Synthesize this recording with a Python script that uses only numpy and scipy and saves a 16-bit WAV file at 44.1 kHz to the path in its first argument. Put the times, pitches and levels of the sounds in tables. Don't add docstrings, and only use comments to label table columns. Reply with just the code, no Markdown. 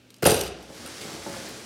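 import sys
import numpy as np
from scipy import signal
from scipy.fft import rfft, irfft
from scipy.io import wavfile
from scipy.ndimage import uniform_filter1d

SR = 44100
rng = np.random.default_rng(int(sys.argv[2]) if len(sys.argv) > 2 else 0)


def ratio_of_db(decibels):
    return 10 ** (np.asarray(decibels, float) / 20)


def to_wav(s):
    ch = np.atleast_2d(s).T
    pcm = np.round(np.clip(ch, -1, 1) * 32767)
    wavfile.write(sys.argv[1], SR, pcm.astype(np.int16))


N = 72765

# (time [s], push level [dB], contact length [ms], slap level relative to the push [dB])
BLOWS = [(.2235, -19.5, 0.71, -8), (.229, -8, 1.93, -15), (.2548, -5.5, 1.08, -10.5),
         (.2585, -5.5, 0.63, -19), (.2645, -9.5, 1.33, -13.5), (.2705, -6.5, 1, -16),
         (.291, -8.5, 1.7, -17), (.316, -9, 1.84, -17)]
# (frequency [Hz], level [dB], ring time t60 [s], extra level when bumped from below [dB])
BOX_MODES = [(123, -8.5, 0.047, -9), (181, -11, 0.053, 0.5), (266, -12, 0.038, 2.5),
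             (349.5, -8.5, 0.065, -2.5), (424, -0.5, 0.048, -9), (547, -4.5, 0.04, -1),
             (691, -4, 0.044, -9.5), (758, -6.5, 0.045, -9), (854.6, -14.5, 0.072, 8.5),
             (1128, -10.5, 0.018, 1.5), (1444, -9.5, 0.038, 0), (1760, -31, 0.023, 5)]


def table(rows, x, col=1, log=False):
    r = np.array(rows, float)
    if log:
        return np.interp(np.log(x), np.log(r[:, 0]), r[:, col])
    return np.interp(x, r[:, 0], r[:, col])


def unit(x):
    return x / np.sqrt(np.mean(x ** 2))


def colour(x, rows):
    hz = np.arange(N // 2 + 1) * SR / N + 1
    return irfft(rfft(x) * ratio_of_db(table(rows, hz, log=True)), N)


def ring(x, modes):
    out = np.zeros(N)
    for k, (hz, db, t60, *_) in enumerate(modes):
        pole = np.exp(2j * np.pi * hz / SR - np.log(1000) / (t60 * SR))
        drive = x[k] if x.ndim > 1 else x
        out += ratio_of_db(db) * signal.lfilter([1], [1, -pole], drive).imag
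    return out


def grains(per_s, scatter_db):
    chance, sign, size = rng.random((3, N))
    return (chance < per_s / SR) * np.sign(sign - .5) * ratio_of_db(-scatter_db * np.log(size + 0.006))


def walk(rate):
    k = int(SR / rate)
    held = np.repeat(rng.standard_normal(N // k + 1), k)
    return 0.62 * uniform_filter1d(uniform_filter1d(held, k), k)[:N]


def add(x, s, piece):
    i = int(s * SR)
    x[..., i:i + piece.shape[-1]] += piece[..., :N - i]


def knocks():
    # (time [s], push level [dB], contact length [ms])
    bumps = [(.688, -39, 1.2), (0.7002, -30, 1.07), (.716, -42, 1.13), (1.049, -28, 1.57),
             (1.143, -26, 1.34), (1.2624, -24.5, 0.55), (1.271, -25, 0.99), (1.281, -25.5, 1.5),
             (1.294, -24.5, 1.4), (1.362, -26, 0.99)]
    # (frequency [Hz], level [dB], ring time t60 [s])
    deep = [(62, -33, 1.17), (64.9, -35.5, 0.3), (94.8, -27, 0.91), (95.6, -25, 0.35)]
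    spot_scatter_db = 1.5

    rows = BLOWS + [bump + (-26,) for bump in bumps]
    count = len(BOX_MODES) + len(deep)
    push, slap = np.zeros((count, N)), np.zeros(N)
    u = np.arange(1500) / SR
    where = ratio_of_db(spot_scatter_db * rng.standard_normal((len(rows), count)))
    where *= (-1) ** np.arange(count)
    where[len(BLOWS):, :len(BOX_MODES)] *= ratio_of_db(np.array(BOX_MODES)[:, 3])
    noise = rng.standard_normal((len(rows), len(u)))
    for k, (s, db, contact_ms, slap_db) in enumerate(rows):
        shape = np.sin(np.pi * np.clip(u * 1000 / contact_ms, 0, 1))
        add(push, s, ratio_of_db(db) * where[k][:, None] * shape / shape.sum())
        burst = noise[k] * np.exp(-u / 0.0062) * np.clip(u / 0.0005, 0, 1)
        add(slap, s, ratio_of_db(db + slap_db) * burst)
    card = colour(slap, [(300, -21), (1300, 13), (4000, 0), (16000, -5)])
    return ring(push, BOX_MODES) + card, ring(push[len(BOX_MODES):], deep)


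def jangle():
    # (time [s], level [dB], tick level relative to the clink [dB])
    clinks = [(.1035, -50, 13), (.1415, -51.5, 13.5), (.164, -50, 4), (.183, -56, 7), (.2235, -33, -1),
              (.230, -32.5, 7), (.241, -28, 12), (.2515, -11.5, -10), (.258, -34, -18), (.263, -18, 10),
              (.267, -10, -37), (.277, -23, 7), (.288, -31, -5), (.297, -19, 7), (.306, -18.5, 8),
              (.318, -29.5, -4), (.340, -27.5, 0.5), (.365, -27, 4), (.381, -36, -6), (.391, -28, 0),
              (.411, -22.5, 8), (.439, -41, -5), (.461, -38, 2), (.477, -41, 11), (.512, -55, -3),
              (.626, -40.5, -5), (.749, -42, 3), (.840, -60, -9), (.861, -31.5, -3), (.874, -37, -2)]
    # (frequency [Hz], level [dB], ring time t60 [s])
    metal = [(2643, -11, 0.055), (2880, -4, 0.023), (3870, -14.5, 0.072), (4850, -4.5, 0.032),
             (5580, -4, 0.011), (5850, -17, 0.088), (6260, -31, 0.033), (7450, -25, 0.074),
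             (8900, -4, 0.042), (9860, -2, 0.031), (11620, -5.5, 0.041), (12960, -2, 0.01),
             (14400, -11, .015), (14700, -20, .012)]
    clink_s, tick_s = .002, .0025
    metal_scatter_db = 4.5
    chatter_per_s, chatter_db, chatter_t60_s = 490, -26.5, 0.64
    settled_s = .485

    t, u = np.arange(N) / SR, np.arange(900) / SR
    hits, ticks = np.zeros((len(metal), N)), np.zeros(N)
    scatter = np.clip(rng.standard_normal((len(clinks), len(metal), 1)), -2, 1)
    mix = ratio_of_db(-9 + metal_scatter_db * scatter)
    noise = rng.standard_normal((len(clinks), len(metal) + 1, len(u)))
    for k, (s, db, tick_db) in enumerate(clinks):
        contacts = noise[k, 1:] * np.exp(-u / clink_s)
        contacts /= np.sqrt((contacts ** 2).sum(axis=1, keepdims=True))
        add(hits, s, ratio_of_db(db) * mix[k] * contacts)
        tick = noise[k, 0] * np.exp(-u / tick_s) * np.clip(u / 0.0013, 0, 1)
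        add(ticks, s, ratio_of_db(db + tick_db) * tick)

    since = t - BLOWS[3][0]
    fade = (since > 0) * ratio_of_db(chatter_db - 60 * since / chatter_t60_s)
    fade *= np.clip((settled_s - t) / 0.011, 0, 1)
    chatter = fade * grains(chatter_per_s, 3.67)
    hits += chatter * ratio_of_db(-8.5) * rng.standard_normal(hits.shape)
    short_tick = noise[0, 0] * np.exp(-u / 0.00083)
    ticks += ratio_of_db(1.0) * signal.fftconvolve(chatter, short_tick)[:N]
    ticks += fade * ratio_of_db(8) * grains(4200, 2.0)
    tick_tone = [(1500, -5.5), (3000, 3.5), (5000, 2.5), (9000, 0), (16000, -12.5)]
    return ring(hits, metal) + colour(ticks, tick_tone)


def drag():
    # (time [s], hiss level [dB], panel rumble level [dB])
    levels = [(.6, -56, -48), (.68, -53.5, -55), (.77, -45.5, -50), (.86, -44.5, -41.5), (.94, -43, -50.5),
              (1.01, -41.5, -45.5), (1.07, -41, -41), (1.13, -42, -46), (1.19, -43.5, -42),
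              (1.25, -42.5, -53.5), (1.35, -40.5, -41.5), (1.42, -41.5, -43.5), (1.5, -43, -45),
              (1.57, -44.5, -49), (1.65, -46, -48)]
    # (frequency [Hz], relative level [dB])
    scrape = [(410, -4), (700, -11.5), (747, -10.5), (862, -15.5), (1080, -6.5), (1510, -5), (2890, -7),
              (5390, -5.5), (9560, -12.5), (15700, -26.5)]
    # (time [s], level before its envelope [dB], centre [Hz], half-width [octaves], decay [s])
    scuffs = [(0.858, -44.5, 1430, .12, 0.023), (1.009, -35.5, 3500, 0.76, 0.015),
              (1.028, -39, 2400, 0.21, 0.0072), (1.079, -38.5, 1180, .4, 0.0092),
              (1.142, -37, 1790, 0.44, 0.0037), (1.338, -35, 1390, 0.37, 0.012),
              (1.485, -45, 13500, 0.44, 0.012)]
    slips_per_s, slip_scatter_db = 9000, 2.5
    catches_per_s, catch_scatter_db = 3400, 4
    uneven_db, uneven_per_s = .8, 30

    t = np.arange(N) / SR
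    on = np.clip((t - levels[0][0] + .1) / .1, 0, 1)
    hiss = unit(colour(grains(slips_per_s, slip_scatter_db), [(200, -46)] + scrape))
    damped = [(hz, db, t60 * 0.093) for hz, db, t60, _ in BOX_MODES]
    catch_tone = [(50, 3.5), (300, 9.5), (700, 5.5), (2500, -10), (9000, -53)]
    catches = colour(grains(catches_per_s, catch_scatter_db), catch_tone)
    rumble = unit(ring(catches, damped))
    rubbing = hiss * ratio_of_db(table(levels, t)) + rumble * ratio_of_db(table(levels, t, col=2))
    out = on * ratio_of_db(uneven_db * walk(uneven_per_s)) * rubbing
    for s, db, hz, octaves, decay_s in scuffs:
        near, far = 2 ** octaves, 16 ** octaves
        band = [(hz / far, -32), (hz / near, -5), (hz, 0), (hz * near, -5), (hz * far, -32)]
        grit = unit(colour(grains(5000, 0.86), band))
        envelope = np.clip((t - s) / 0.003, 0, 1) * np.exp(-np.abs(t - s) / decay_s)
        out += ratio_of_db(db) * grit * envelope
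    return out


def room(x):
    # (frequency [Hz], decay time t60 [s], level [dB])
    tail_bands = [(87, 0.88, -9), (270, 0.8, -4.5), (650, 0.64, -0.5), (1390, 0.77, -2.5),
                  (3500, 0.73, -6.5), (6950, 0.42, -7), (13000, 0.13, -8.5)]
    gap_s = .008

    t = np.arange(N) / SR
    hz = np.arange(N // 2 + 1) * SR / N + 1
    tail, noise = np.zeros(N), rfft(rng.standard_normal(N))
    for f in 45 * 2 ** np.arange(0, 9, .5):
        t60 = table(tail_bands, f, log=True)
        band = irfft(noise * np.clip(1 - 2 * np.abs(np.log2(hz / f)), 0, 1), N)
        fade = ratio_of_db(table(tail_bands, f, col=2, log=True) - 60 * t / t60)
        tail += band * fade * np.sqrt(2 * np.log(1000) / t60 / SR)
    tail *= np.clip(t / gap_s, 0, 1) ** 2
    return x + signal.fftconvolve(x, tail)[:N]


def quiet():
    # (frequency [Hz], relative level [dB])
    air_tone = [(15, -36), (25, -25), (58, -10), (261, -5), (554, -7), (1030, -20), (1540, -13),
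                (1920, -18), (2650, -13), (5050, -20), (15700, -35)]
    # (frequency [Hz], rms level about which it wavers [dB])
    partials = [(60, -93), (119.5, -64), (198, -67.5), (254, -63.5), (312, -71), (438, -75)]
    air_db = -58.5

    t = np.arange(N) / SR
    hum = np.zeros(N)
    for hz, db in partials:
        waver = ratio_of_db(db + 1.2 * walk(14))
        hum += waver * np.sqrt(2) * np.sin(2 * np.pi * (hz * t + rng.random()))
    return unit(colour(rng.standard_normal(N), air_tone)) * ratio_of_db(air_db) + hum


def scene():
    panels, deep = knocks()
    heard = room(panels + jangle() + drag()) + deep + quiet()
    return np.tile(heard, (2, 1))


def top_cut(x):
    return signal.sosfilt(signal.butter(12, 15820, fs=SR, output="sos"), x)


def record(dry):
    low_cut = signal.butter(6, 56, "high", fs=SR, output="sos")
    mix = signal.sosfilt(low_cut, dry)
    return top_cut(mix)


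dry = scene()
out = record(dry)
to_wav(out)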